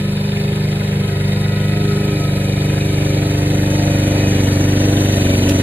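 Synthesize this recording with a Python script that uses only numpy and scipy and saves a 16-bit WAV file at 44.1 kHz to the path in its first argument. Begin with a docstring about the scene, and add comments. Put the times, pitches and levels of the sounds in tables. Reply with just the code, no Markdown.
"""The steady drone of a petrol mower grows as it is pushed slowly across a garden towards a phone.
Its one-cylinder, four-stroke engine fires once per cycle (two turns) and slows in thick grass.
The two-ended blade hums, the valves clatter through the ringing steel deck (the blade's housing)
and cut grass hisses. Near the end the blade cracks a twig."""
import sys
import numpy as np
from scipy import signal
from scipy.fft import rfft, irfft
from scipy.io import wavfile
from scipy.ndimage import map_coordinates

SR = 44100
rng = np.random.default_rng(int(sys.argv[2]) if len(sys.argv) > 2 else 0)


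def transcribe(signal):
    """Save signal, clipped to [-1, 1], as a 16-bit WAV file at the path in sys.argv[1]."""
    frames = np.atleast_2d(signal).T
    limited = np.clip(frames, -1, 1)
    pcm = np.round(limited * 32767).astype(np.int16)
    wavfile.write(sys.argv[1], SR, pcm)


N = 247842
TIME = np.arange(N) / SR
FREQ_HZ = np.maximum(np.fft.rfftfreq(N, 1 / SR), 1)

# engine speed, which sags where the grass is thick: time_s, turns_per_minute
ENGINE_SPEED = [(0.0, 3006), (0.8, 3026), (1.07, 2953), (1.33, 2968), (1.52, 3003), (2.08, 3036),
                (2.3, 2920), (2.75, 2979), (3.0, 2943), (3.55, 2952), (3.85, 2977), (4.15, 2971),
                (4.52, 2880), (4.75, 2965), (5.08, 2979), (5.25, 2833), (5.62, 2858)]


def engine_drone(cycle, near, muffler_hz=380, intake_hz=240, intake_lead=.23, unsteady=0.019, warble=0.03):
    """Each cycle the engine gulps air, then puffs exhaust; the tone warbles as the blade bites."""
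    # tones of the drone: multiple_of_firing_rate, far_db, near_db
    harmonics = [(2, -17, -11), (3, -16, -12), (5, -6, -6), (6, -0.5, -4), (7, -12, -15.5), (9, -25, -10),
                 (10, -27.5, -4), (11, -25.5, -21), (13, -20, -11), (14, -24.5, -20.5), (15, -24.5, -18.5),
                 (17, -20, -22), (18, -28, -29), (19, -21, -20), (20, -22.5, -14), (21, -26, -20),
                 (22, -23, -18), (23, -30, -22), (24, -25, -16), (25, -47, -51), (26, -37.5, -34),
                 (27, -36, -20), (28, -25.5, -19.5), (32, -27.5, -25)]
    # exhaust level, highest where the outlet points at the phone: time_s, level_db
    exhaust_level = [(0, -22), (1.3, -19.5), (3.9, -18), (4.5, -19), (5.62, -20)]
    firing_hz = (cycle[-1] - cycle[0]) * SR / N
    out = 0
    for multiple, far_db, near_db in harmonics:
        k = round(multiple)
        # the gulp is sharper than the puff, so it takes over above intake_hz
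        puff_and_gulp = 1 + k * firing_hz / intake_hz * np.exp(2j * np.pi * k * intake_lead)
        # the muffler scatters the timing of the high tones
        scatter = np.pi * min((k * firing_hz / muffler_hz) ** 4, 1) * rng.uniform(-1.075, 1)
        bite = warble * k * near * load() * drift(14.5)
        angle = 2 * np.pi * k * cycle + np.angle(puff_and_gulp) + scatter + bite
        tremble = unsteady * k * (drift(5.8) * np.cos(angle) + drift(15.6) * np.sin(angle))
        out = out - gain(far_db + near * (near_db - far_db)) * (np.cos(angle) + tremble)
    return np.sqrt(2) * gain(curves(exhaust_level)[0]) * out


def blade_hum(cycle, near, lead_rad=0.4, flutter=0.05, warble=0.11, upper_lift_db=0.24):
    """Blade ends pass the grass chute four times a cycle; rough air shakes the hum, more in thick grass."""
    # the deepest tone, lifted and cancelled by the echo off the lawn: time_s, level_db
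    deepest = [(0, -26.5), (.8, -24), (1.25, -21.5), (1.7, -20.5), (2.0, -24), (2.8, -21.5), (3.9, -19.3),
               (4.55, -17), (5.62, -17.5)]
    # tones at 2, 3 and 4 times that pitch, each swelling and fading on its own: time_s, level_db
    second = [(0.03, -22), (0.83, -25), (1.02, -21.5), (1.14, -32), (1.31, -20.5), (1.44, -25),
              (2.07, -22.5), (2.19, -30.5), (2.36, -23.5), (3.48, -31), (3.55, -24), (4.08, -26),
              (4.19, -30), (4.27, -21), (4.48, -26.5), (5.58, -25)]
    third = [(0.1, -55), (1.53, -42), (1.84, -28.5), (1.95, -33), (2.15, -24.5), (2.24, -32), (3.43, -23),
             (4.46, -22), (5.03, -19.5), (5.11, -28), (5.32, -19.5), (5.38, -27), (5.49, -16.5),
             (5.58, -21)]
    fourth = [(0, -37.5), (.5, -29), (.7, -35), (1.139, -30.5), (1.33, -33), (1.72, -34.5), (1.92, -24),
              (2.04, -28), (2.13, -25.5), (2.3, -37), (2.5, -37), (2.85, -29.5), (3.6, -34), (3.8, -46),
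              (4.15, -32), (4.6, -32), (5.0, -29.5), (5.62, -29)]
    sizes = [gain(curves(deepest)[0])]
    sizes += [gain(curves(table)[0] + upper_lift_db) for table in (second, third, fourth)]
    shake = flutter * (1 + near) + warble * near * load()
    out = 0
    for k, size in enumerate(sizes, 1):
        angle = 2 * np.pi * 4 * k * cycle
        out = out - size * np.cos(angle - lead_rad * k + shake * k * drift(23))
    return np.sqrt(2) * out


def deck_noise(cycle, near):
    """All the noise from the steel deck along one path; its rings colour the rumble and clatter."""
    # notes at which the deck and engine cover ring: pitch_hz, width_hz, relative_db
    rings = [(569, 30, -5), (887, 21.5, -6.5), (1000, 23, -6.5), (1520, 20.4, -6.5), (1745, 24, -6),
             (1940, 36, 0.5), (2126, 61, 0), (2536, 90, 2.5), (2930, 48, -0.5), (3086, 43, 0.5),
             (3766, 240, -3)]
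    ring_power = sum(np.abs(1.73 * gain(db) * resonance(hz, width)) ** 2 for hz, width, db in rings)
    body = np.sqrt(1 + ring_power)
    rumble = air_rumble(cycle, near, body)
    clatter = valve_clatter(cycle, near, body)
    return rumble + clatter + grass_hiss(cycle, near) + valve_ticks(cycle)


def air_rumble(cycle, near, body):
    """Air churned under the deck rumbles and surges once a cycle."""
    # tone colour of the rumble: pitch_hz, far_db, near_db
    colour = [(25.4, -14, -21), (59.6, -4, -17), (104, -2, -14), (189.6, -6, -15), (277, -8, -10),
              (392, -4, -2), (544, -7, -3.5), (785, -15.5, -7), (985, -13, -12), (1210, -36, -14.5),
              (2000, -56, -43)]
    churn = cyclic_noise(cycle, repeat=0.07) * (0.45 + 0.61 * burst(cycle, -0.29, 0.21, scatter_db=1.5))
    level = loudness(near, far_db=-31.5, near_db=-28, load_db=0.64)
    return level * far_to_near(churn, colour, near, body)


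def valve_clatter(cycle, near, body, repeat=0.45, slop_cycles=0.0055):
    """The valves rattle steadily; intake, burning and exhaust add bursts, each a bit early or late."""
    # noisy bursts, timed from the exhaust puff: place_cycles, width_cycles, strength, pitch_hz, width_hz
    strokes = [(-.29, 0.07, 0.66, 3700, 3600), (-.075, .02, 1.08, 1660, 800),
               (-.01, 0.018, 0.87, 1960, 2200), (.065, 0.019, 0.65, 1690, 1300),
               (.14, 0.099, 0.63, 1400, 995), (-.08, .07, .55, 3500, 3200)]
    # tone colour of the valves and exhaust gas: pitch_hz, far_db, near_db
    colour = [(500, -18, -12), (895, -2, -3), (1050, -1, -3), (1480, -3, -2), (2270, -4, -6),
              (2844, -3.5, -1), (3300, -4, -4), (4560, -3, -4), (4370, 2.5, 13), (5140, -6, -20.5),
              (5940, -9.5, 7), (7670, -11.5, -7.5), (10800, -22, -15)]
    rattle = filtered(cyclic_noise(cycle, repeat), resonance(2170, 4400))
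    for place, width, strength, hz, width_hz in strokes:
        gas = filtered(cyclic_noise(cycle, repeat), resonance(hz, width_hz) ** 2)
        stroke = burst(cycle, place + slop_cycles * drift(20), width, scatter_db=1.86)
        rattle = rattle + strength * stroke * gas
    level = loudness(near, far_db=-31.5, near_db=-26, load_db=-0.97)
    return level * moving_air(far_to_near(echoes(rattle), colour, near, body))


def grass_hiss(cycle, near):
    """Stalks are cut in clumps, so the hiss is grainy; it swells in thick patches."""
    # tone colour of cut grass and air at the blade tips: pitch_hz, relative_db
    colour = [(2000, -5), (5000, 0), (7000, -1), (9000, -1), (10300, 0), (12000, -2), (14300, -4.5),
              (15500, -7)]
    # patches of thick grass: middle_s, half_length_s, boost_db
    patches = [(2.1, 0.35, 1), (5.25, 0.18, 1.6)]
    cutting = noise() * (1 + 0.39 * burst(cycle, -0.096, 0.31, scatter_db=3.5))
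    clumps = gain(0.8 * drift(600) + 0.5 * drift(7.4))
    thick = gain(sum(db * swell(middle_s, span_s) for middle_s, span_s, db in patches))
    level = loudness(near, far_db=-41, near_db=-34.5, load_db=0.65)
    return thick * level * filtered(cutting * clumps, gain(spectra(colour)[0]))


def valve_ticks(cycle, decay_cycles=.12, scatter_db=2.5):
    """Valves and their levers snap shut once a cycle and briefly ring the engine cover."""
    # ticks, each clearest on one stretch of the walk:
    # place_cycles, pitch_hz, width_hz, level_db, middle_s, half_length_s
    ticks = [(-.36, 3790, 200, -44, 2.05, 2.3), (-.35, 2490, 120, -42, 0.67, 0.96),
             (-.14, 3760, 300, -49, 1.5, 1.8), (-.25, 3690, 430, -37, 5.08, 0.26),
             (0.066, 2870, 460, -35, 5.35, 0.28)]
    out = 0
    for place, hz, width_hz, db, middle_s, span_s in ticks:
        snap = np.exp(-((cycle - place) % 1) / decay_cycles) * gain(scatter_db * drift(19))
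        ring = filtered(noise(), resonance(hz, width_hz) ** 2)
        out = out + gain(db) * swell(middle_s, span_s) * unit_rms(snap * ring)
    return out


def ringing_metal(cycle, jolt=0.61):
    """Every firing jolts the thin metal of the cover and deck, which rings and whines."""
    # a thin whine above the blade's hum: time_s, level_db
    whine = [(0, -45), (.35, -58), (.5, -46), (.8, -50), (1.05, -43), (1.3, -47.5), (1.52, -43), (1.7, -44),
             (1.92, -36.5), (2.1, -41), (2.3, -39), (2.55, -47), (3.3, -44.5), (3.6, -57), (4.15, -46),
             (4.6, -53), (5.62, -49)]
    # two close rings of the deck, swelling as the blade works: time_s, lower_db, upper_db
    ring_pair = [(0, -55, -46), (1.4, -46, -43.5), (2.2, -41, -40), (2.45, -44, -39.5), (2.8, -40, -38),
                 (3.15, -38, -41), (3.5, -55, -48), (3.9, -45, -39), (4.25, -38, -34.5), (4.55, -39, -45),
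                 (4.85, -47, -50), (5.62, -48, -48)]
    # thin panels, each with its own stretch of the walk: pitch_hz, width_hz, wander_hz, base_db,
    # rise_db, middle_s, half_length_s, chatter_db, left_minus_right_db, left_lead_rad
    panels = [(572, 22, 2.93, -49.5, 23, 5.33, 0.15, 5, 4, .4),
              (1448, 90, 9.5, -55, 14, 1.5, 0.67, 5, 13, 2.8),
              (1800, 64, 20, -54, 13, 4.8, 0.98, 4, 10, .5),
              (1929, 38, 9.26, -54, 11.5, 1.53, 0.36, -1, 2, 0.33),
              (2420, 94, 44, -59.5, 30, 5.3, 0.23, 4, 1.5, 2.46),
              (3764, 30, 16, -47, -0.5, 1.8, 1, 3.5, 2, 1.1)]
    shaking = 3.5 + jolt * burst(cycle, -0.12, .17, scatter_db=3)
    whine_db = curves(whine)[0]
    lower_db, upper_db = curves(ring_pair)
    out = gain(whine_db) * panel(shaking, 1277.5, 14, wander_hz=4.76, chatter_db=1.5, lead_rad=0.95)
    out += gain(lower_db) * panel(shaking, 2278, 130, wander_hz=28, chatter_db=1.5, lead_rad=1.0)
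    out += gain(upper_db) * panel(shaking, 2458, 80, wander_hz=26, chatter_db=2, lead_rad=1.42, pan_db=-2)
    for hz, width_hz, wander_hz, base_db, rise_db, middle_s, span_s, chatter_db, pan_db, lead in panels:
        level = gain(base_db + rise_db * swell(middle_s, span_s))
        out += level * panel(shaking, hz, width_hz, wander_hz, chatter_db, lead, pan_db)
    return out


def panel(shaking, hz, width_hz, wander_hz, chatter_db, lead_rad, pan_db=0):
    """One thin panel, in stereo; it chatters on its fixings and wanders in pitch."""
    ring = signal.hilbert(filtered(noise(), resonance(hz, width_hz) ** 2))
    ring = ring / (np.abs(ring) + .5) ** 0.54  # partly evens out the loudness
    ring = ring * shaking * gain(chatter_db * drift(55))
    ring = ring * np.exp(2j * np.pi * np.cumsum(wander_hz * drift(8)) / SR)
    left = gain(pan_db / 2) * ring.real
    right = gain(-pan_db / 2) * (ring * np.exp(-1j * lead_rad)).real
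    return unit_rms(np.array([left, right]))


def deck_buzz(cycle, flutter=0.01, fade_db=2.5, apart_rad=0.7):
    """The deck sends out a fine rasp of high engine tones, which waver and fade in the moving air."""
    # tones, each clearest on one stretch of the walk:
    # multiple_of_firing_rate (rounded below), level_db, middle_s, half_length_s
    overtones = [(23, -41, 3.6, 0.89), (25, -48, 2.9, 1.1), (28, -43.5, 2, .6), (29, -48.5, 3.1, 1),
                 (30, -49, 4.8, 0.91), (32, -47, 1.8, 0.53), (32, -46, 4.4, .8), (35, -50, 3.9, 0.8),
                 (36, -43.5, 3.97, .5), (40, -47.5, 1.8, 0.87), (52, -49.5, 3.6, 0.95),
                 (56, -60.5, 0.79, 0.69), (57, -58, 1.43, 0.66), (58, -47, 1.38, 0.38),
                 (58, -46, 4.18, 0.39), (60, -49, 5.2, 1.8), (69.8, -48, 0.55, 1.4), (70.5, -53.5, 6, 0.5),
                 (71.9, -49, 4.2, 1.3), (77.1, -44.5, 4, .8), (78.4, -48, 1.6, 0.63),
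                 (78.8, -46.5, 4.5, 0.52), (89.5, -55, 2.8, 0.96), (93.2, -53, 3.2, 1.3),
                 (98.4, -48.5, 3.3, 0.7), (120.2, -52.5, 2.6, 1.5)]
    out = 0
    for multiple, db, middle_s, span_s in overtones:
        k = round(multiple)
        angle = 2 * np.pi * (k * cycle + rng.random()) + flutter * k * drift(10)
        size = gain(db + fade_db * drift(6)) * swell(middle_s, span_s)
        side_shift = np.array([[1], [-1]]) * apart_rad * drift(1.1)
        out = out + size * np.cos(angle + side_shift)
    return np.sqrt(2) * out


def twig_snap(apart=0.87):
    """A twig snaps and its pieces hit the deck: quick, bright cracks, partly unlike left and right."""
    # cracks of the twig: start_s, level_db, decay_s
    cracks = [(5.49, -19, 0.0028), (5.494, -19, 0.0076), (5.509, -27, 0.005)]
    level = sum(gain(db) * (TIME >= s) * np.exp(-np.abs(TIME - s) / decay_s) for s, db, decay_s in cracks)
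    colour = np.abs(resonance(4600, 7500)) + 1.8 * np.abs(resonance(2950, 1100)) + .06
    middle, side = filtered(noise(), colour), filtered(noise(), colour)
    return level * unit_rms(middle + np.array([[apart], [-apart]]) * side)


def echoes(sound):
    """Two echoes thin out some pitches; these slide down as the mower nears and the delays grow."""
    # echoes off the lawn (soft ground flips the wave) and porch: delay_ms, growth_ms_per_s, strength
    paths = [(1.495, 0.173, -0.14), (0.753, 0.225, 0.11)]
    out = sound
    for delay_ms, growth, strength in paths:
        late_samples = (delay_ms + growth * TIME) * SR / 1000
        out = out + strength * map_coordinates(sound, [np.arange(N) - late_samples], order=3)
    return out


def moving_air(sound, bend_s=.00008, depth_db=2, fade_rate_hz=21, bands=10):
    """Moving air bends the pitch a little and makes each third of an octave come and go on its own."""
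    bent = map_coordinates(sound, [np.arange(N) + bend_s * SR * drift(9)], order=3, mode="mirror")
    spectrum = rfft(bent)
    band = np.clip(3 * np.log2(FREQ_HZ / 800), 0, bands - 1)
    out = 0
    for k in range(bands):
        share = np.maximum(1 - np.abs(band - k), 0)
        out = out + irfft(spectrum * share, N) * gain(depth_db * drift(fade_rate_hz))
    return out


def microphones(direct, scattered, mono_hz=440, bass_unlike_db=-30):
    """Both sides share the bass; higher up one leads, and echoes off house and hedges make them unlike."""
    # the phone's two microphones: pitch_hz, left_lead_rad, likeness (0-1), left_minus_right_db
    stereo = [(453, -0.06, 0.86, 2), (650, -1, 1, 3), (967, -1.76, 0.76, -6), (1303, -4, 0.63, -1),
              (1860, -6.5, 0.25, 2.5), (2620, -9, 0.61, -1), (3240, -10.4, 0.56, 2.5),
              (3780, -7, 0.12, 0.5), (4400, -8.5, 0.8, -1.5), (4883, -9.5, 1, -0.3), (6140, -9.5, 1, 1),
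              (7610, -11, 0.68, -0.5), (10900, -13.5, 0.95, 0), (13000, -13.8, 0.75, 0.5),
              (14600, -15.7, 1, 0)]
    lead_rad, likeness, balance_db = spectra(stereo)
    wide = 1 / (1 + (mono_hz / FREQ_HZ) ** 8)
    unlike = wide * np.clip(1 - likeness, 0, 1) / 2 + gain(bass_unlike_db) ** 2
    shared = rfft(direct) * np.sqrt(1 - unlike)
    apart = rfft(scattered) * np.sqrt(unlike)
    left = (shared + apart) * gain(wide * balance_db / 2)
    right = (shared - apart) * gain(-wide * balance_db / 2) * np.exp(-1j * wide * lead_rad)
    return irfft(np.array([left, right]), N)


def load(free_rpm=3093, full_sag_rpm=189):
    """How hard the grass holds the blade back, from 0 to 1."""
    return np.clip((free_rpm - curves(ENGINE_SPEED)[0]) / full_sag_rpm, 0, 1)


def loudness(near, far_db, near_db, load_db):
    """Gain of a layer as the mower nears; full load adds load_db."""
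    return gain(far_db + near * (near_db - far_db) + load_db * load())


def far_to_near(sound, colour, near, body):
    """Blend a sound from its far tone colour to its near one."""
    far_db, near_db = spectra(colour)
    return (1 - near) * filtered(sound, gain(far_db) * body) + near * filtered(sound, gain(near_db) * body)


def burst(cycle, place, width, scatter_db):
    """One short swell in each engine cycle, no two equally strong."""
    offset = (cycle - place + .5) % 1 - .5
    return np.exp(-.5 * (offset / width) ** 2) * gain(scatter_db * drift(35))


def cyclic_noise(cycle, repeat):
    """Noise of which a share (repeat) comes back alike in every engine cycle."""
    size = int(N / (cycle[-1] - cycle[0]))
    pattern = rng.standard_normal(size)[(cycle % 1 * size).astype(int) % size]
    return np.sqrt(repeat) * pattern + np.sqrt(1 - repeat) * noise()


def drift(rate_hz, size=16384):
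    """A smooth random curve with a spread of one, changing about rate_hz times a second."""
    hz = np.fft.rfftfreq(size, N / SR / size)
    slow = irfft(rfft(rng.standard_normal(size)) * np.exp(-(hz / rate_hz) ** 2))
    return np.interp(TIME, np.linspace(0, N / SR, size), unit_rms(slow))


def swell(middle_s, span_s):
    """A smooth rise from zero to one and back."""
    return np.exp(-.5 * ((TIME - middle_s) / span_s) ** 2)


def resonance(hz, width_hz):
    """How strongly something that rings at hz answers each frequency; one at its peak."""
    return 1 / (1 + 1j * (FREQ_HZ ** 2 - hz ** 2) / (FREQ_HZ * width_hz))


def filtered(sound, response):
    """Filter by a gain per frequency, then scale to a level of one."""
    return unit_rms(irfft(rfft(sound) * response, N))


def curves(table):
    """Turn rows that start with a time into columns with a value for every sample."""
    time_s, *columns = np.transpose(table)
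    return [np.interp(TIME, time_s, column) for column in columns]


def spectra(table):
    """Turn rows that start with a pitch into columns with a value for every frequency."""
    hz, *columns = np.transpose(table)
    return [np.interp(np.log(FREQ_HZ), np.log(hz), column) for column in columns]


def noise():
    """White noise."""
    return rng.standard_normal(N)


def gain(db):
    """Turn decibels into a multiplier."""
    return 10 ** (np.asarray(db) / 20)


def unit_rms(sound):
    """Scale to an average (rms) level of one."""
    return sound / np.sqrt(np.mean(sound ** 2))


def scene():
    """The turning engine sets the beat of every layer but the twig."""
    # how far the mower has come: time_s, nearness (0-1)
    approach = [(0, 0), (1.5, 0), (2.4, 0.17), (3.3, 0.44), (4.4, 0.8), (5.62, 0.98)]
    near = curves(approach)[0]
    # engine cycles so far, two turns each; the exhaust puffs at whole numbers
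    cycle = np.cumsum(curves(ENGINE_SPEED)[0]) / (120 * SR) - .373
    direct = engine_drone(cycle, near) + blade_hum(cycle, near) + deck_noise(cycle, near)
    scattered = deck_noise(cycle, near)
    return microphones(direct, scattered) + ringing_metal(cycle) + deck_buzz(cycle) + twig_snap()


def record(dry):
    """The phone cuts off the highest treble."""
    top_hz = 15400
    return signal.sosfilt(signal.ellip(10, .1, 80, top_hz, fs=SR, output="sos"), dry)


dry = scene()
out = record(dry)
transcribe(out)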